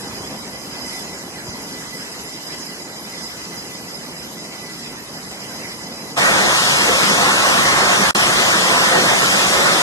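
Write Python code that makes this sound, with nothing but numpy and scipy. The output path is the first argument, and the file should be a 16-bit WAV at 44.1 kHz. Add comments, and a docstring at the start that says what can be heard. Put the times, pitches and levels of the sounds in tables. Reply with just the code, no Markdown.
"""A carrier flight deck, heard from the island through two microphone ports.
First, idling jets: buffeting, rumble and hiss from shaped noise, and a blurred turbine whine from
overtones of wandering pitches. Then a quick cut to a jet at full power: a wide roar and a hiss leaning
left, again from shaped noise. The sound drops out once for a moment."""
import sys
import numpy as np
from scipy import signal
from scipy.io import wavfile
from scipy.ndimage import uniform_filter1d

SR = 44100
rng = np.random.default_rng(int(sys.argv[2]) if len(sys.argv) > 2 else 0)


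def wav_record(signal):
    """Record a signal, one row per channel, as 16-bit PCM in the file named by sys.argv[1]."""
    frames = np.transpose(np.atleast_2d(signal))
    bounded = np.clip(frames, -1, 1)
    # unit amplitude maps onto the largest positive 16-bit level
    quanta = np.round(bounded * 32767).astype(np.int16)
    wavfile.write(sys.argv[1], SR, quanta)


N = 433062  # samples


def gain_of(db):
    """Turns decibels into an amplitude factor."""
    return 10 ** (np.asarray(db) / 20)


def evened(x):
    """Scales so that the mean of the channels has rms 1."""
    mid = np.atleast_2d(x).mean(0)
    return x / np.sqrt(np.mean(mid ** 2) + 1e-20)


def columns(rows, at, bend=lambda v: v):
    """Reads each later column of a table at the given places of its first; bend warps that axis."""
    first, *rest = np.transpose(rows)
    return [np.interp(bend(at), bend(first), column) for column in rest]


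def drift(shape, widths):
    """Smooth random motion of rms 1: noise averaged twice along each axis."""
    x = rng.standard_normal(shape)
    for axis, width in enumerate(widths):
        width = max(int(width), 1)
        x = uniform_filter1d(uniform_filter1d(x, width, axis), width, axis)
    return x / x.std()


FFT, HOP = 2048, 512  # short-time spectra, samples
BINS = FFT // 2 + 1
PATCH_SHARE = 0.3  # share of time and pitch that the patches cover


def frame_count(length):
    """Number of short-time spectra that cover the length."""
    return length // HOP + 5


def likeness_patches(length):
    """Random small patches of time and pitch that hold more of the channels' difference; mean 1."""
    x = drift((frame_count(length), BINS), (3, 5)).T
    return (x > np.quantile(x, 1 - PATCH_SHARE)) / PATCH_SHARE


BUFFET_DB, BUFFET_S = 2, 0.12  # rms unevenness, smoothing width


def buffeting_db(t):
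    """Slow random unevenness of the deepest layer, in dB."""
    return BUFFET_DB * drift(len(t), (BUFFET_S * SR,))


STEEL_WANDER, STEEL_UNEVEN_DB = 0.024, 2  # rms drift of the lifted bands: share of pitch, strength


def steelwork_db(peaks, hz, frames):
    """Steelwork around the microphone lifts resonant bands that drift in pitch and strength."""
    lift_db = 0
    for f, width, db in peaks:
        height_db = db + STEEL_UNEVEN_DB * drift(frames, (4,))
        centre = f * (1 + STEEL_WANDER * drift(frames, (10,)))
        lift_db = lift_db + height_db / (1 + (2 * (hz[:, None] - centre) / width) ** 2)
    return lift_db


def turbulence(length, colour, ports, patches, patchy_db, flicker_db, waver, peaks=()):
    """Jet noise: random short-time spectra with drifting level and gusts shared over wide bands."""
    frames, hz = frame_count(length), np.fft.rfftfreq(FFT, 1 / SR)
    a, b, c, d = rng.standard_normal((frames, BINS, 4)).T
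    local_db = patchy_db * drift((frames, BINS), (3, 16)).T
    gusts_db = flicker_db * drift((frames, BINS), (2, 180)).T
    same, lead, left_db = (v[:, None] for v in columns(ports, hz))

    # where the two channels are much alike, their difference gathers in the patches
    waver = np.clip(waver * same ** 2, 0, 1)
    unlike = (1 - same) * (1 - waver + waver * patches)
    same = np.clip(1 - unlike, 0, 1)
    left, other = a + 1j * b, c + 1j * d
    right = (same * left + np.sqrt(1 - same ** 2) * other) * np.exp(-1j * lead)
    spectra = np.array([left * gain_of(left_db / 2), right * gain_of(-left_db / 2)])

    colour_db = columns(colour, hz, np.log1p)[0][:, None]
    spectra *= gain_of(colour_db + steelwork_db(peaks, hz, frames) + local_db + gusts_db)
    noise = signal.istft(spectra, nperseg=FFT, noverlap=FFT - HOP)[1]
    return evened(noise[:, :length])


# overtones of a turbine's whine:
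# (multiple of the pitch, level/dB, blur/Hz, port likeness -1 to 1, left over right/dB)
WHINE_OVERTONES = [(2, -4.5, 13.6, 0.5, -3), (3, -14, 14, -0.8, -1), (4, -10, 36, .6, -2),
                   (5, 2, 50, 0.24, -4), (6, -6, 48, 0, -3), (7, -9.5, 60, 0.9, 0), (8, -12, 70, 0.3, -2),
                   (9, -15, 110, .3, 0), (10, -16, 130, .2, 0)]
WHINE_LAG_S = 0.0001  # left hears it later
WHINE_FADING_DB, WHINE_FADING_S = 2.5, 0.033  # each overtone comes and goes on the wind


def whine(length, pitch_hz, wander=0.0019):
    """Turbine: multiples of one wandering pitch, each blurred by turbulent air, most of all the high ones."""
    turns = np.cumsum(pitch_hz * (1 + wander * drift(length, (900,)))) / SR
    out = np.zeros((2, length))
    for order, db, blur_hz, same, left_db in WHINE_OVERTONES:
        # slow complex noise spreads the pure tone into a narrow band
        air = rng.standard_normal((2, length)) + 1j * rng.standard_normal((2, length))
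        air = signal.lfilter(*signal.butter(3, blur_hz, fs=SR), air)
        left, other = air / np.sqrt(np.mean(abs(air) ** 2))
        right = same * left + np.sqrt(1 - same ** 2) * other
        right = right * np.exp(2j * np.pi * order * pitch_hz * WHINE_LAG_S)
        pair = np.array([left * gain_of(left_db / 2), right * gain_of(-left_db / 2)])
        tone = (pair * np.exp(2j * np.pi * order * turns)).real
        fading_db = WHINE_FADING_DB * drift(length, (WHINE_FADING_S * SR,))
        out += gain_of(db + fading_db) * tone
    return evened(out)


# idling engines; fainter ones run a little faster: (turbine pitch f/Hz, level/dB)
IDLE_ENGINES = [(1002.5, 0), (1015, -6.5), (1029, -12)]


def idling_turbines(length):
    """Sums the whines of several engines whose pitches lie close together."""
    return evened(sum(gain_of(db) * whine(length, hz) for hz, db in IDLE_ENGINES))


# spectral colours of the idling jets' buffeting, rumble and hiss: (f/Hz, level per Hz/dB)
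IDLE_DEEP_COLOUR = [(10, -30), (25, -23), (40, -16), (60, 7), (100, 2), (140, 5), (200, -34), (300, -80)]
IDLE_RUMBLE_COLOUR = [(25, -50), (50, -34), (100, -11.5), (130, -7), (160, -1.5), (200, -0.5), (250, -1),
                      (400, -5), (650, -8), (1000, -8.5), (1400, -16.5), (2200, -58), (2600, -90)]
IDLE_HISS_COLOUR = [(200, -25), (700, -6), (1200, 0), (1650, 4.5), (2200, 4), (2600, 2), (3000, 2),
                    (3500, 0), (4600, 0.5), (4680, 0), (4780, -2), (4900, 2.5), (5500, 1.5), (7500, -1),
                    (8600, -5.5), (9600, -7.5), (10500, -5), (11300, 0.5), (12300, -7.5)]
# idling jets at the port pair: (f/Hz, likeness 0 to 1, left leads by/rad, left over right/dB)
IDLE_PORT_PAIR = [(100, .79, .02, -.2), (200, .98, 0, -.1), (400, .87, -.04, -.3), (950, .5, -.3, -.5),
                  (1250, .15, -1.1, -.9), (1650, .38, -2.45, -1.3), (1850, .39, -2.55, -1.8),
                  (2200, .5, -2.7, -1.8), (2600, .64, -2.95, -.7), (2900, .81, -3.14, 0),
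                  (3450, .84, -3.14, 0), (3750, .75, -3.16, -.1), (4050, .6, -3.45, -1),
                  (4450, .18, -3.3, -1.8), (4640, .3, -3.2, -1), (4720, .72, -3.14, 0),
                  (4790, .7, -3.14, 0), (4870, .2, -3.6, -2), (5500, .13, -4.51, -2.3),
                  (7400, .5, -6.4, -.8), (8500, .19, -6.65, -.6), (12300, .04, -12, -.5)]
# low end over its steady level: (t/s, level/dB)
IDLE_LOW_SWELL = [(0, 2), (.1, 4), (.2, 2.5), (.3, 3), (.5, 1.5), (.85, 0.5), (1.05, 1.5), (1.35, -0.5),
                  (1.5, 2.5), (1.75, 0), (2.6, -1.1), (3.8, -0.5), (4.4, -1.2), (5.3, 0), (5.7, 0),
                  (6.2, 0.5)]
# treble over its steady level, as the wind carries it: (t/s, level/dB)
IDLE_TREBLE_SWELL = [(0, 1.3), (.7, -0.5), (.84, 4), (.95, 11), (1.06, 2.5), (1.25, -1.5), (1.6, 0.7),
                     (1.8, 2.8), (2.4, 1.5), (2.62, 3.5), (2.85, -2), (3.05, 0.5), (3.45, 1.8), (3.7, -0.5),
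                     (4.25, -1), (4.65, -1.5), (4.85, 0), (5.05, -3.5), (5.65, 3), (6.2, -2.5)]
IDLE_DEEP_DB, IDLE_RUMBLE_DB, IDLE_HISS_DB, IDLE_WHINE_DB = -54, -36, -38.5, -41  # steady levels
DEEP_FOLLOW = 1.3  # dB of buffeting for each dB of low swell
HISS_FOLLOW, WHINE_FOLLOW = 0.39, 0.67  # dB of each layer for each dB of treble swell
THUMP_S, THUMP_DB, THUMP_FADE_S = 1.48, 13, 0.09  # one buffet lands and dies away
PATCH_WAVER = 2.1  # how fully the channels' difference gathers in patches


def idling_jets(t):
    """Buffeting, rumble, hiss and whine: low and treble layers swell separately, as the wind carries them."""
    length, patches = len(t), likeness_patches(len(t))
    low_db, treble_db = columns(IDLE_LOW_SWELL, t)[0], columns(IDLE_TREBLE_SWELL, t)[0]
    thump_db = THUMP_DB * (t > THUMP_S) * np.exp(-((t - THUMP_S) / THUMP_FADE_S) ** 2)
    deep_db = IDLE_DEEP_DB + DEEP_FOLLOW * low_db + thump_db + buffeting_db(t)

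    deep = turbulence(length, IDLE_DEEP_COLOUR, IDLE_PORT_PAIR, patches,
                      patchy_db=0.5, flicker_db=1.5, waver=0.05)
    rumble = turbulence(length, IDLE_RUMBLE_COLOUR, IDLE_PORT_PAIR, patches,
                        patchy_db=1.27, flicker_db=0.5, waver=0.1)
    hiss = turbulence(length, IDLE_HISS_COLOUR, IDLE_PORT_PAIR, patches,
                      patchy_db=2.5, flicker_db=0.85, waver=PATCH_WAVER)
    mix = gain_of(deep_db) * deep
    mix += gain_of(IDLE_RUMBLE_DB + low_db) * rumble
    mix += gain_of(IDLE_HISS_DB + HISS_FOLLOW * treble_db) * hiss
    mix += gain_of(IDLE_WHINE_DB + WHINE_FOLLOW * treble_db) * idling_turbines(length)
    return mix


# spectral colours of the full-power buffeting, roar and hiss: (f/Hz, level per Hz/dB)
FULL_DEEP_COLOUR = [(10, -36), (25, -26), (40, -20), (60, -7), (100, -9), (140, -3.5), (200, -24.5),
                    (300, -80)]
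FULL_ROAR_COLOUR = [(25, -60), (60, -43), (120, -7), (170, -5.5), (250, -4), (400, -3.5), (550, -2),
                    (800, 0), (1100, 0), (1500, .5), (2100, 0), (2450, -4), (2900, -16), (3600, -45),
                    (4500, -90)]
FULL_HISS_COLOUR = [(500, -50), (1500, -16), (2100, -6), (2450, -1), (2900, -1), (3500, -2.3), (4200, -3.5),
                    (5200, -3.3), (6500, -6), (8000, -9), (10000, -13), (12500, -15.5)]
# full-power jet at the port pair: (f/Hz, likeness 0 to 1, left leads by/rad, left over right/dB)
FULL_PORT_PAIR = [(100, .47, -.02, -1.2), (200, .79, -.05, -1.1), (300, .62, .16, -.3), (450, .36, .6, -.6),
                  (800, .52, .7, -1.4), (1200, .44, 1.1, -.6), (1450, .33, 1.6, -3.2),
                  (1650, .52, 2.4, -.6), (1830, .46, 2.2, -1.5), (2000, .68, 2.9, -1.2),
                  (2180, .92, 3.14, 0), (2450, .95, 3.14, 0), (2750, .87, 3.14, 0), (2920, .78, 3.2, .1),
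                  (3200, .38, 3.68, 2), (3550, .2, 3.4, 3.5), (4100, .45, 3.01, 2.2), (4700, .32, 3.45, .7),
                  (5300, .22, 4.8, 1.6), (6500, .41, 6.24, .7), (8300, .05, 6.92, 3.3),
                  (12300, .12, 10.17, 1.3)]
# bands that the steelwork around the microphone lifts out of the roar: (f/Hz, width/Hz, level/dB)
STEELWORK_BANDS = [(193.4, 15, 8.5), (365, 72, 3), (539, 49, 6.5), (693, 35, 4), (1073, 78, 3.5),
                   (1290, 55, 3), (1830, 60, 2)]
# roar over its steady level: (t/s, level/dB)
FULL_ROAR_SWELL = [(6.1, -0.5), (6.36, 2.5), (6.62, -2.5), (6.9, -0.6), (7.07, -0.8), (7.25, 0.5),
                   (7.5, -1), (7.8, 1.1), (8.2, -.5), (8.55, -0.5), (8.8, 0.5), (9.1, 0.5), (9.3, -2),
                   (9.65, 0.5), (9.82, -0.9)]
FULL_DEEP_DB, FULL_ROAR_DB, FULL_HISS_DB = -42, -18.5, -21.5  # steady levels
HISS_TRADE = -0.46  # dB of hiss for each dB of roar swell: hiss comes forward when the roar sags


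def full_power(t):
    """Jet at full power: large eddies roar, fine ones hiss, over a deep buffeting."""
    length, patches = len(t), likeness_patches(len(t))
    swell_db = columns(FULL_ROAR_SWELL, t)[0]
    deep = turbulence(length, FULL_DEEP_COLOUR, FULL_PORT_PAIR, patches,
                      patchy_db=1.0, flicker_db=1.5, waver=0.05)
    roar = turbulence(length, FULL_ROAR_COLOUR, FULL_PORT_PAIR, patches,
                      patchy_db=1.32, flicker_db=0.0, waver=PATCH_WAVER, peaks=STEELWORK_BANDS)
    hiss = turbulence(length, FULL_HISS_COLOUR, FULL_PORT_PAIR, patches,
                      patchy_db=1.5, flicker_db=0.3, waver=PATCH_WAVER)
    mix = gain_of(FULL_DEEP_DB + buffeting_db(t)) * deep
    mix += gain_of(FULL_ROAR_DB + swell_db) * roar
    mix += gain_of(FULL_HISS_DB + HISS_TRADE * swell_db) * hiss
    return mix


DROP_S, SILENT_S, BACK_S = 8.11, 8.134, 8.1492  # remnant starts, silence starts, sound snaps back
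REMNANT_DB, REMNANT_FADE_DB_PER_S = -18, -450


def dropout():
    """Gain over time: one, a faint remnant dying away, nothing, one again."""
    t = np.arange(N) / SR
    remnant_db = REMNANT_DB + REMNANT_FADE_DB_PER_S * np.clip(t - DROP_S, 0, 1)
    remnant = gain_of(remnant_db) * (t < SILENT_S)
    return np.where((t < DROP_S) | (t >= BACK_S), 1, remnant)


CUT_S, CUT_FADE_S = 6.172, 0.022  # middle and length of the crossfade


def scene():
    """Idling jets, then full power, joined by a short crossfade."""
    t = np.arange(N) / SR
    later = np.clip((t - CUT_S) / CUT_FADE_S + 0.5, 0, 1)
    first, second = t < 6.3, t > 6.0  # spans that reach past the crossfade
    out = np.zeros((2, N))
    out[:, first] += (1 - later[first]) * idling_jets(t[first])
    out[:, second] += later[second] * full_power(t[second])
    return out


HEADROOM = 1.8  # soft ceiling, full scale 1
EDGE_HZ = 12430  # upper band limit


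def record(dry):
    """The preamplifier rounds off the highest peaks; then the dropout and a steep low-pass."""
    gated = HEADROOM * np.tanh(dry / HEADROOM) * dropout()
    edge = signal.firwin(1023, EDGE_HZ, window=("kaiser", 6), fs=SR)
    return signal.oaconvolve(gated, edge[None], "same")


dry = scene()
out = record(dry)
wav_record(out)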